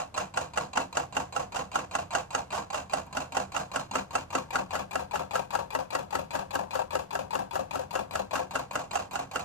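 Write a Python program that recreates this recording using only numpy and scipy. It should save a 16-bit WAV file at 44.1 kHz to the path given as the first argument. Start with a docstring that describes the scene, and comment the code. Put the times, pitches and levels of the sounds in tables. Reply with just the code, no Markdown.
"""A rebound rattles over a low room rumble, then a small hot-air engine made from a tin runs on.
At five turns a second its loose linkage ticks, catches, knocks and rebounds; tin and wire frame ring.
Clicks and noise drive decaying modes and hissing bands; bright bursts are wire joints, a throb is the bench.
A hand-held two-port microphone sinks from above the tin to bench level and rises again."""
import sys
import numpy as np
from scipy import signal
from scipy.io import wavfile

SR = 44100
rng = np.random.default_rng(int(sys.argv[2]) if len(sys.argv) > 2 else 0)


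def volts_from_decibels(level):
    """Turn decibel levels (scalar or array-like) into linear amplitude factors."""
    exponent = np.asarray(level, float) / 20
    return 10 ** exponent


def dump_mix(stems):
    """Bounce the given channels to the path in sys.argv[1] as a 16-bit WAV at rate SR."""
    frames = np.atleast_2d(stems).T  # one column per channel
    limited = np.clip(frames, -1, 1)  # hard clip at full scale
    pcm = np.round(limited * 32767).astype(np.int16)
    wavfile.write(sys.argv[1], SR, pcm)


N = 416304   # samples, about 9.44 s

# microphone height: t/s, share of the way down (0 above the tin, 1 bench level)
MIC_LOWERED = [(0, 0.02), (3.6, 0.06), (4.3, 0.32), (4.9, 0.78), (5.7, 0.91), (7.7, 1), (8.2, 0.86),
               (8.9, 0.1), (9.44, 0.1)]
# half of a left-minus-right difference goes to each port
SIDES = np.array([[.5], [-.5]])

# room noise density: f/Hz, relative level/dB per Hz
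ROOM_SPECTRUM = [(15, -42), (25, -3), (82, 15.5), (427, -3.5), (516, 2.5), (1070, -2), (2110, -17),
                 (2690, -18.5), (5280, -22.5), (7110, -26), (10400, -29), (14000, -38), (16000, -50)]
# how alike the room sounds at both ports: f/Hz, likeness (1 = the same)
ROOM_LIKENESS = [(60, 0.84), (130, 1), (300, 0.44), (800, 0.1), (3000, .01)]
ROOM_DB = -51.5   # whole room noise, rms
# bench modes: f/Hz, level/dB, t60/s
BENCH_MODES = [(69.8, -50, 0.41), (75, -54, 0.39), (86.6, -54.5, 0.56), (130.7, -49, 0.67),
               (158.1, -47, 0.51), (200, -53.5, 0.2)]

# bright bursts of the wire joints: t/s, level/dB
SNAP_LEVEL = [(0, -55), (2.5, -51), (5, -45), (7.5, -44), (9.44, -42)]
SNAP_BEFORE_KNOCK_S, SNAP_T60_S, SNAP_SCATTER_DB = 0.008, 0.034, 2.5
CONTACT_SNAP_DB = -4.5   # relative to the burst before the knock
SNAP_FROM_DB = -42   # fainter contacts do not spit
SNAP_LEAN_DB, SNAP_LOW_LEAN_DB = 2, 8.5   # left minus right; added at bench level
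SNAP_LOW_HZ, SNAP_HIGH_HZ = 8200, 15400

# dense small modes of rods and fins, from above and from bench level: f/Hz, relative level/dB per Hz
HISS_ABOVE = [(350, -33), (600, 3), (1100, -3.5), (1230, -6), (1410, -5.5), (2070, -28), (2800, -12),
              (3730, -21.5), (6730, -16.5), (10500, -33), (13900, -36), (16000, -49)]
HISS_BENCH = [(350, -36), (600, -13.5), (801, -0.5), (1180, -6), (1310, -6.5), (2070, -30), (2720, -11),
              (3120, -19), (6370, -18.5), (10900, -29), (12700, -26), (16000, -44)]
# their left-right balance, from above and from bench level: f/Hz, left minus right/dB
LEAN_ABOVE = [(700, -6.5), (2400, -1), (4400, -3), (8100, -2.5), (15000, 1)]
LEAN_BENCH = [(700, 11), (2400, 2), (4400, 3.2), (8100, 4.5), (15000, 9.9)]
HISS_DB, HISS_BENCH_DB = 13.5, 0.5   # added to both spectra; to the bench-level one only

# the main knock of every turn: t/s, strength/dB
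KNOCKS = [(-0.026, -17), (0.1764, -21), (0.3731, -15.5), (0.5742, -13.5), (0.7729, -13), (0.97, -11.5),
          (1.1673, -15), (1.3626, -18.5), (1.5597, -26.5), (1.7556, -16.5), (1.9515, -15.5), (2.1501, -14),
          (2.3489, -13.5), (2.547, -35), (2.7432, -27), (2.9342, -16.5), (3.1697, -16), (3.3684, -15),
          (3.5635, -21.5), (3.7594, -16.5), (3.9548, -14), (4.153, -13), (4.3513, -11.5), (4.556, -11.5),
          (4.7528, -16.5), (4.9551, -12.5), (5.156, -16.5), (5.3544, -13), (5.5512, -13.5), (5.7499, -12),
          (5.9501, -12.5), (6.152, -14), (6.352, -14), (6.5526, -16), (6.7533, -17.5), (6.9518, -15),
          (7.1523, -15.5), (7.3523, -15.5), (7.5548, -16), (7.7546, -18.5), (7.9531, -13.5),
          (8.1546, -13.5), (8.3546, -15.5), (8.5543, -14.5), (8.755, -14.5), (8.955, -17.5), (9.1557, -19),
          (9.358, -15.5)]
# play in the linkage: t/s, tick leads the knock by/s, rebound follows it by/s
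PLAY = [(0.18, .0343, .026), (.37, .0336, .037), (.57, .0388, .034), (.77, .0413, .027), (.97, .0428, .025),
        (1.17, .0422, .032), (1.36, .038, .032), (1.56, .0384, .031), (1.95, .040, .034),
        (2.2, .0443, .031), (2.74, .041, .030), (2.93, .0374, .035), (3.37, .0468, .030),
        (3.56, .0437, .034), (3.76, .0435, .035), (3.95, .0436, .026), (4.3, .0465, .030),
        (4.55, .0504, .029), (4.75, .0455, .038), (8.5, .0452, .037), (9.4, .045, .035)]
CATCH_AFTER_TICK_S, CATCH_JITTER_S = .0217, .0014
# rows tick, catch, knock, rebound: strength/dB, its change at bench level/dB, its scatter/dB,
# share above 2 kHz/dB, its change at bench level/dB, treble lost per dB of extra strength/dB
# (the knock takes its strength from KNOCKS instead)
STRENGTH = [(-30.5, 0.5, 1.4, -1, 0.4, -0.17), (-33.5, 5, 2.5, -5.5, -5.5, 0.17),
            (0, 0, 0, -6.5, -5.5, 0.26), (-23.5, 2, 1.35, -13, -6, 0.75)]
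KNOCK_USUAL_DB = -16   # a knock above this has extra strength
# faint loose ticks: t/s, level/dB, share above 2 kHz/dB
STRAY_TICKS = [(3.064, -40.5, -11), (3.107, -47, -10), (3.697, -57, -13), (4.486, -60, -12),
               (4.69, -49, -9), (6.297, -55, -20), (6.68, -53, -18), (6.88, -61, -24), (9.088, -61, -23)]
# how each contact is struck, rows tick, catch, knock, rebound: rise/s, chatter t60/s, first blow/dB,
# rattle/dB, rattle swell/s, rattle t60/s, hiss/dB
CONTACT = [(0.00096, 0.02, -0.5, -9, 0.0051, 0.13, -9.5), (0.0014, 0.028, -2.5, -0.5, 0.009, 0.2, 6.5),
           (0.00026, 0.024, 4, -14.5, 0.0039, 0.098, -1.5), (0.00054, 0.027, 1.5, -7.5, 0.005, 0.21, 7)]

# tin and frame modes: f/Hz, then relative level/dB when ticked, caught, knocked, rebounding
BODY_MODES = [(194.2, -15, -21.5, -40, -20), (271, -17, -41, -21, -20.5), (313.3, -23, -23, -27, -21.5),
              (407, -30, -12.5, -29.5, -24.5), (520.2, -16, -15.5, -16.5, -11.5),
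              (622, -18, -3.5, -13.5, -14), (730.3, -14, -5.5, -12.5, -7.5), (788.5, -4.5, 1.5, -6, -5.5),
              (874.4, -13.5, -1.5, -18.5, -14.5), (937.4, -5.5, -9, -18.5, -13.5),
              (1007, -5, -7, -22, -12.5), (1088.5, -23, -3.5, -12, -11), (1328, -14.5, -23, -8.5, -15),
              (1411.5, -24, -14, -13.5, -26), (1562, -18, -18, -16.5, -17.5), (1730, -31, -20, -24, -30),
              (1918, -53, -37, -43, -48.5), (2440, -6.5, -11, -41, -7.5), (2651, -12, -4.5, -26, -1.5),
              (2758, -14.5, -17, -7.5, -14.5), (3100, -23, -9.5, -55, -24), (3400, -19.5, -18.5, -28, -18),
              (3785, -23, -18.5, -27, -29), (4060, -7, -18, -18, -5.5), (4480, -19, -18, -20.5, -18),
              (4750, -12.5, -11.5, -17.5, -12), (5560, -62, -15, -25, -38), (6125, -31, -12.5, -22.5, -14),
              (6520, -16.5, -39, -14.5, -11), (7020, -21, -11, -15.5, -13.5), (7430, -14, -19, -20.5, -16),
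              (7790, -11.5, -21, -11, -20)]
# each mode at the ports: from above left minus right/dB, left lead/rad;
# from bench level gain/dB, left minus right/dB, left lead/rad
PORTS = [(-2.5, 0.3, 1, 3, 1.26), (0, 0.26, 1.5, -1, 2.5), (-13.5, -0.45, -1.5, -2.5, 3),
         (7, 0, 5.5, 6.5, 4), (-5, -0.86, 6, 5.5, 4), (0, -1.7, 0.5, 3.5, 3), (3, -1.5, -1, 11, -2.5),
         (-6.5, -2, -1, 5.5, 3.5), (-5, 4, 1, 12.5, -3), (2, 0, 1.5, 16.5, -1.5), (5, 0, -4, 11.5, -1.5),
         (5, 0.34, -7, 6.5, -1), (-5, -1.5, -3, 4.5, 0.2), (19, 0.84, -12.5, 3, 1.9),
         (5.5, 1.4, -1, -1, 0.44), (0, -4.5, 6, 10.5, 3.5), (58, -0.5, 9.5, -29.5, -3),
         (7, 1.23, 3.5, 5.5, 2.2), (5, 1.63, 0, 0.5, 5), (-10.5, 2, -2, 6.5, -0.6), (-9, 0, 0.5, 8, -3.5),
         (10, 4, 7, 12.5, -0.5), (-16, -2, 2, 16.5, 0), (3, 2, -3, 10, 4), (-8, -4.5, 2, 13, -4.5),
         (1, 1.5, -3, 16, -3), (-6, 1.5, -6.5, 3, 1), (-14, 4, -1, 16.5, -2.5), (-11.5, 1.47, -9, 15, 1.5),
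         (-13.5, 3.5, -4.5, 23, 0.6), (-16, 5, -28, 5, 9), (-8, 2.5, -13.5, 19, 0.5)]
BODY_DB = -5   # added to all modes
RING_S, RING_CYCLES = 0.02, 19.1   # a mode dies 60 dB in RING_S plus so many cycles

MAINS_HZ, NOTCH_WIDTH_HZ = 60, 9.7
CUTOFF_HZ = 16200   # the top is down 50 dB from here


def at_hz(points, hz):
    """Reads a spectrum on a log-frequency axis."""
    f, value = np.transpose(points)
    return np.interp(np.log(hz), np.log(f), value)


def band(x, low, high):
    """Keeps only the sound between two frequencies (Butterworth band-pass)."""
    edges = [low, min(high, SR / 2.2)]
    return signal.sosfilt(signal.butter(2, edges, "band", fs=SR, output="sos"), x)


def fading(x, t60):
    """Each impulse becomes a step that dies away by 60 dB in t60 seconds."""
    keep = volts_from_decibels(-60 / (max(t60, 1e-4) * SR))
    return signal.lfilter([1], [1, -keep], x + 1e-18)


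def rising(x, rise):
    """Spreads each impulse over the rise time, keeping its area."""
    r = np.exp(-1 / (max(rise, 5e-5) * SR))
    return signal.lfilter([(1 - r) ** 2], [1, -2 * r, r * r], x + 1e-18)


def ring(force, hz, t60, q=1.59):
    """A struck mode as a decaying rotation, so that each port can hear it with its own phase."""
    turn = np.exp(2j * np.pi * hz / SR)
    wide = np.exp(-np.pi * hz / q / SR)   # a wide first stage rounds the start
    poles = np.convolve([1, -volts_from_decibels(-60 / (t60 * SR)) * turn], [1, -wide * turn])
    return signal.lfilter([-1j * (1 - wide)], poles, force)


def grains(per_s, spread_db):
    """Random clicks of uneven size and sign, total power one per millisecond."""
    sizes = volts_from_decibels(spread_db * np.minimum(rng.exponential(1, N), 4)) * rng.choice([-1, 1], N)
    clicks = sizes * (rng.random(N) < per_s / SR)
    return clicks / np.sqrt(np.mean(clicks ** 2) * SR / 1000)


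def impulses(rows):
    """One impulse per row: t/s, level/dB."""
    rows, out = np.array(rows), np.zeros(N)
    out[(rows[:, 0] * SR).astype(int)] = volts_from_decibels(rows[:, 1])
    return out


def mic_lowered(t):
    """How far the hand has lowered the microphone: 0 above the tin, 1 at bench level."""
    return np.clip(np.interp(t, *np.transpose(MIC_LOWERED)), 0, 1)


def room():
    """Steady rumble and hiss: half-octave bands of noise, most alike at both ports in the bass."""
    out = 0
    edges = 25 * 2 ** np.arange(0, 9.6, .5)
    white = rng.standard_normal((2, 2, N))   # neighbouring bands take turns with two noises
    for k, (lo, hi) in enumerate(zip(edges, edges[1:])):
        mid, side = band(white[k % 2], lo, hi)
        hz = np.sqrt(lo * hi)
        alike = np.clip(at_hz(ROOM_LIKENESS, hz), -1, 1)
        both = np.sqrt(1 + alike) * mid + np.sqrt(1 - alike) * side * [[1], [-1]]
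        out = out + volts_from_decibels(at_hz(ROOM_SPECTRUM, hz)) * both
    return volts_from_decibels(ROOM_DB) * out / np.std(out)


def bench():
    """Each turn shakes the wooden bench alike: its low modes throb at the turning rate."""
    push = impulses([(s, 0) for s, _ in KNOCKS if s >= 0])
    return sum(volts_from_decibels(db) * ring(push, hz, t60).real for hz, db, t60 in BENCH_MODES)


def snaps(blows, latest, low):
    """Thin wire joints spit a short bright noise burst at contacts and once more just before the knock."""
    chance = rng.standard_normal((2, latest.max() + 1))
    early = impulses([(s - SNAP_BEFORE_KNOCK_S, SNAP_SCATTER_DB * c)
                      for (s, _), c in zip(KNOCKS[1:], chance[0])])
    contact_size = volts_from_decibels(CONTACT_SNAP_DB + SNAP_SCATTER_DB * chance[1][latest])
    hits = early + (blows > volts_from_decibels(SNAP_FROM_DB)) * contact_size
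    noise = fading(hits, SNAP_T60_S) * rng.standard_normal((2, N))
    burst = band(noise, SNAP_LOW_HZ, SNAP_HIGH_HZ)
    level_db = np.interp(np.arange(N) / SR, *np.transpose(SNAP_LEVEL))
    lean_db = SNAP_LEAN_DB + SNAP_LOW_LEAN_DB * low
    return volts_from_decibels(level_db + lean_db * SIDES) * burst


def fizz(envelope, low, ring_t60, clicky):
    """Modes too dense to part: clicks and noise under the contact envelope, in third-octave bands."""
    out = 0
    edges = 600 * 2 ** np.arange(0, 5, 1 / 3)
    tail = np.sqrt(rising(envelope ** 2, ring_t60 / 14))   # the power lingers a little
    clicks = grains(per_s=2900, spread_db=-0.5) * np.sqrt(SR / 1000)   # now of mean power one
    noise = tail * rng.standard_normal((2, 2, N)) + clicky * envelope * clicks
    for k, (lo, hi) in enumerate(zip(edges, edges[1:])):
        hz = np.sqrt(lo * hi)
        level_db = (1 - low) * at_hz(HISS_ABOVE, hz) + low * (at_hz(HISS_BENCH, hz) + HISS_BENCH_DB)
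        lean_db = (1 - low) * at_hz(LEAN_ABOVE, hz) + low * at_hz(LEAN_BENCH, hz)
        out = out + volts_from_decibels(HISS_DB + level_db + lean_db * SIDES) * band(noise[k % 2], lo, hi)
    return out


def turns():
    """Rows (t/s, level/dB, treble share/dB) of tick, catch, knock and rebound, timed from each knock."""
    knock, knock_db = np.transpose(KNOCKS)
    at, lead, lag = np.transpose(PLAY)
    chance = rng.standard_normal((len(knock), 5))
    tick = knock - np.interp(knock, at, lead)
    catch = tick + CATCH_AFTER_TICK_S + CATCH_JITTER_S * chance[:, 4]
    rebound = knock + np.interp(knock, at, lag)
    low = mic_lowered(knock)
    tables = []
    for k, (s, strength) in enumerate(zip([tick, catch, knock, rebound], STRENGTH)):
        db, low_db, scatter_db, bright_db, low_bright_db, dulling = strength
        extra_db = scatter_db * chance[:, k]
        level_db = db + low_db * low + extra_db
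        if s is knock:
            extra_db, level_db = knock_db - KNOCK_USUAL_DB, knock_db
        treble_db = bright_db + low_bright_db * low - dulling * extra_db
        rows = np.transpose([s, level_db, treble_db])
        tables.append([tuple(r) for r in rows if r[0] >= 0])
    return tables


def contacts():
    """First blows, rattle and hiss envelopes; kind and brightness per contact; latest contact per sample."""
    tables = turns()
    tables[0] = tables[0] + STRAY_TICKS
    blows, force, hiss = np.zeros((3, N))
    for rows, struck in zip(tables, CONTACT):
        rise, t60, blow_db, rattle_db, swell, rattle_t60, hiss_db = struck
        hit = impulses(rows)
        chatter = fading(rising(hit, rise), t60)
        rattle = volts_from_decibels(rattle_db) * fading(rising(hit, swell), rattle_t60)
        blows += volts_from_decibels(blow_db) * hit
        force += chatter + rattle
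        hiss += volts_from_decibels(hiss_db) * (chatter + rattle)
    rows = np.array(sorted((s, kind, bright) for kind, t in enumerate(tables) for s, _, bright in t))
    latest = np.maximum(np.searchsorted(rows[:, 0] * SR, np.arange(N) + 1) - 1, 0)
    return blows, force, hiss, rows[:, 1].astype(int), rows[:, 2], latest


def scrapes(rate, depth_db):
    """Uneven grip of loose parts: a quick random gain, smoothed noise with its corner at rate Hz."""
    steps_per_s = 400
    steps = rng.standard_normal(int(N / SR * steps_per_s))
    r = np.exp(-2 * np.pi * rate / steps_per_s)
    slow = signal.lfilter([1], [1, -r], steps)
    sway = np.interp(np.arange(N) / SR * steps_per_s, np.arange(len(slow)), slow / np.std(slow))
    return volts_from_decibels(depth_db * sway)


def at_ports(z, gain_db, lean_db, lead):
    """Left and right port hear one mode with their own level and phase."""
    return volts_from_decibels(gain_db + lean_db * SIDES) * np.real(z * np.exp(1j * lead * SIDES))


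def body(force, kind, bright_db, latest, low, scatter_db):
    """Tin and frame: each contact strikes every mode by its kind, a little different each time."""
    above, below = 0, 0
    scatter = rng.standard_normal((len(kind), len(BODY_MODES)))
    for k, ((hz, *colour_db), ports) in enumerate(zip(BODY_MODES, PORTS)):
        gain_db = np.array(colour_db)[kind] + bright_db * (hz > 2000) + scatter_db * scatter[:, k]
        z = ring(force * volts_from_decibels(gain_db)[latest], hz, RING_S + RING_CYCLES / hz)
        above = above + at_ports(z, 0, *ports[:2])
        below = below + at_ports(z, *ports[2:])
    return volts_from_decibels(BODY_DB) * (np.sqrt(1 - low) * above + np.sqrt(low) * below)


def scene():
    """Adds up engine, wire joints, bench and room as the microphone moves."""
    low = mic_lowered(np.arange(N) / SR)
    blows, force, hiss, kind, bright_db, latest = contacts()
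    grip = scrapes(rate=153, depth_db=2.0)
    chatter = blows + force * grip * grains(per_s=3000, spread_db=3.0)
    engine = body(chatter, kind, bright_db, latest, low, scatter_db=1.3)
    hiss_envelope = hiss * grip * volts_from_decibels(bright_db)[latest]
    engine += fizz(hiss_envelope, low, ring_t60=0.0063, clicky=0.4)
    return engine + snaps(blows, latest, low) + bench() + room()


def low_pass(x):
    """Removes everything above the highest recorded frequency."""
    return signal.sosfilt(signal.butter(12, 16310, fs=SR, output="sos"), x)


def record(dry):
    """A hum filter notches the mains frequency and seven overtones, then the top is cut."""
    for k in range(1, 9):
        notch = signal.iirnotch(k * MAINS_HZ, k * MAINS_HZ / NOTCH_WIDTH_HZ, SR)
        dry = signal.lfilter(*notch, dry)
    mix = signal.sosfilt(signal.cheby2(10, 50, CUTOFF_HZ, fs=SR, output="sos"), dry)
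    return low_pass(mix)


dry = scene()
out = record(dry)
dump_mix(out)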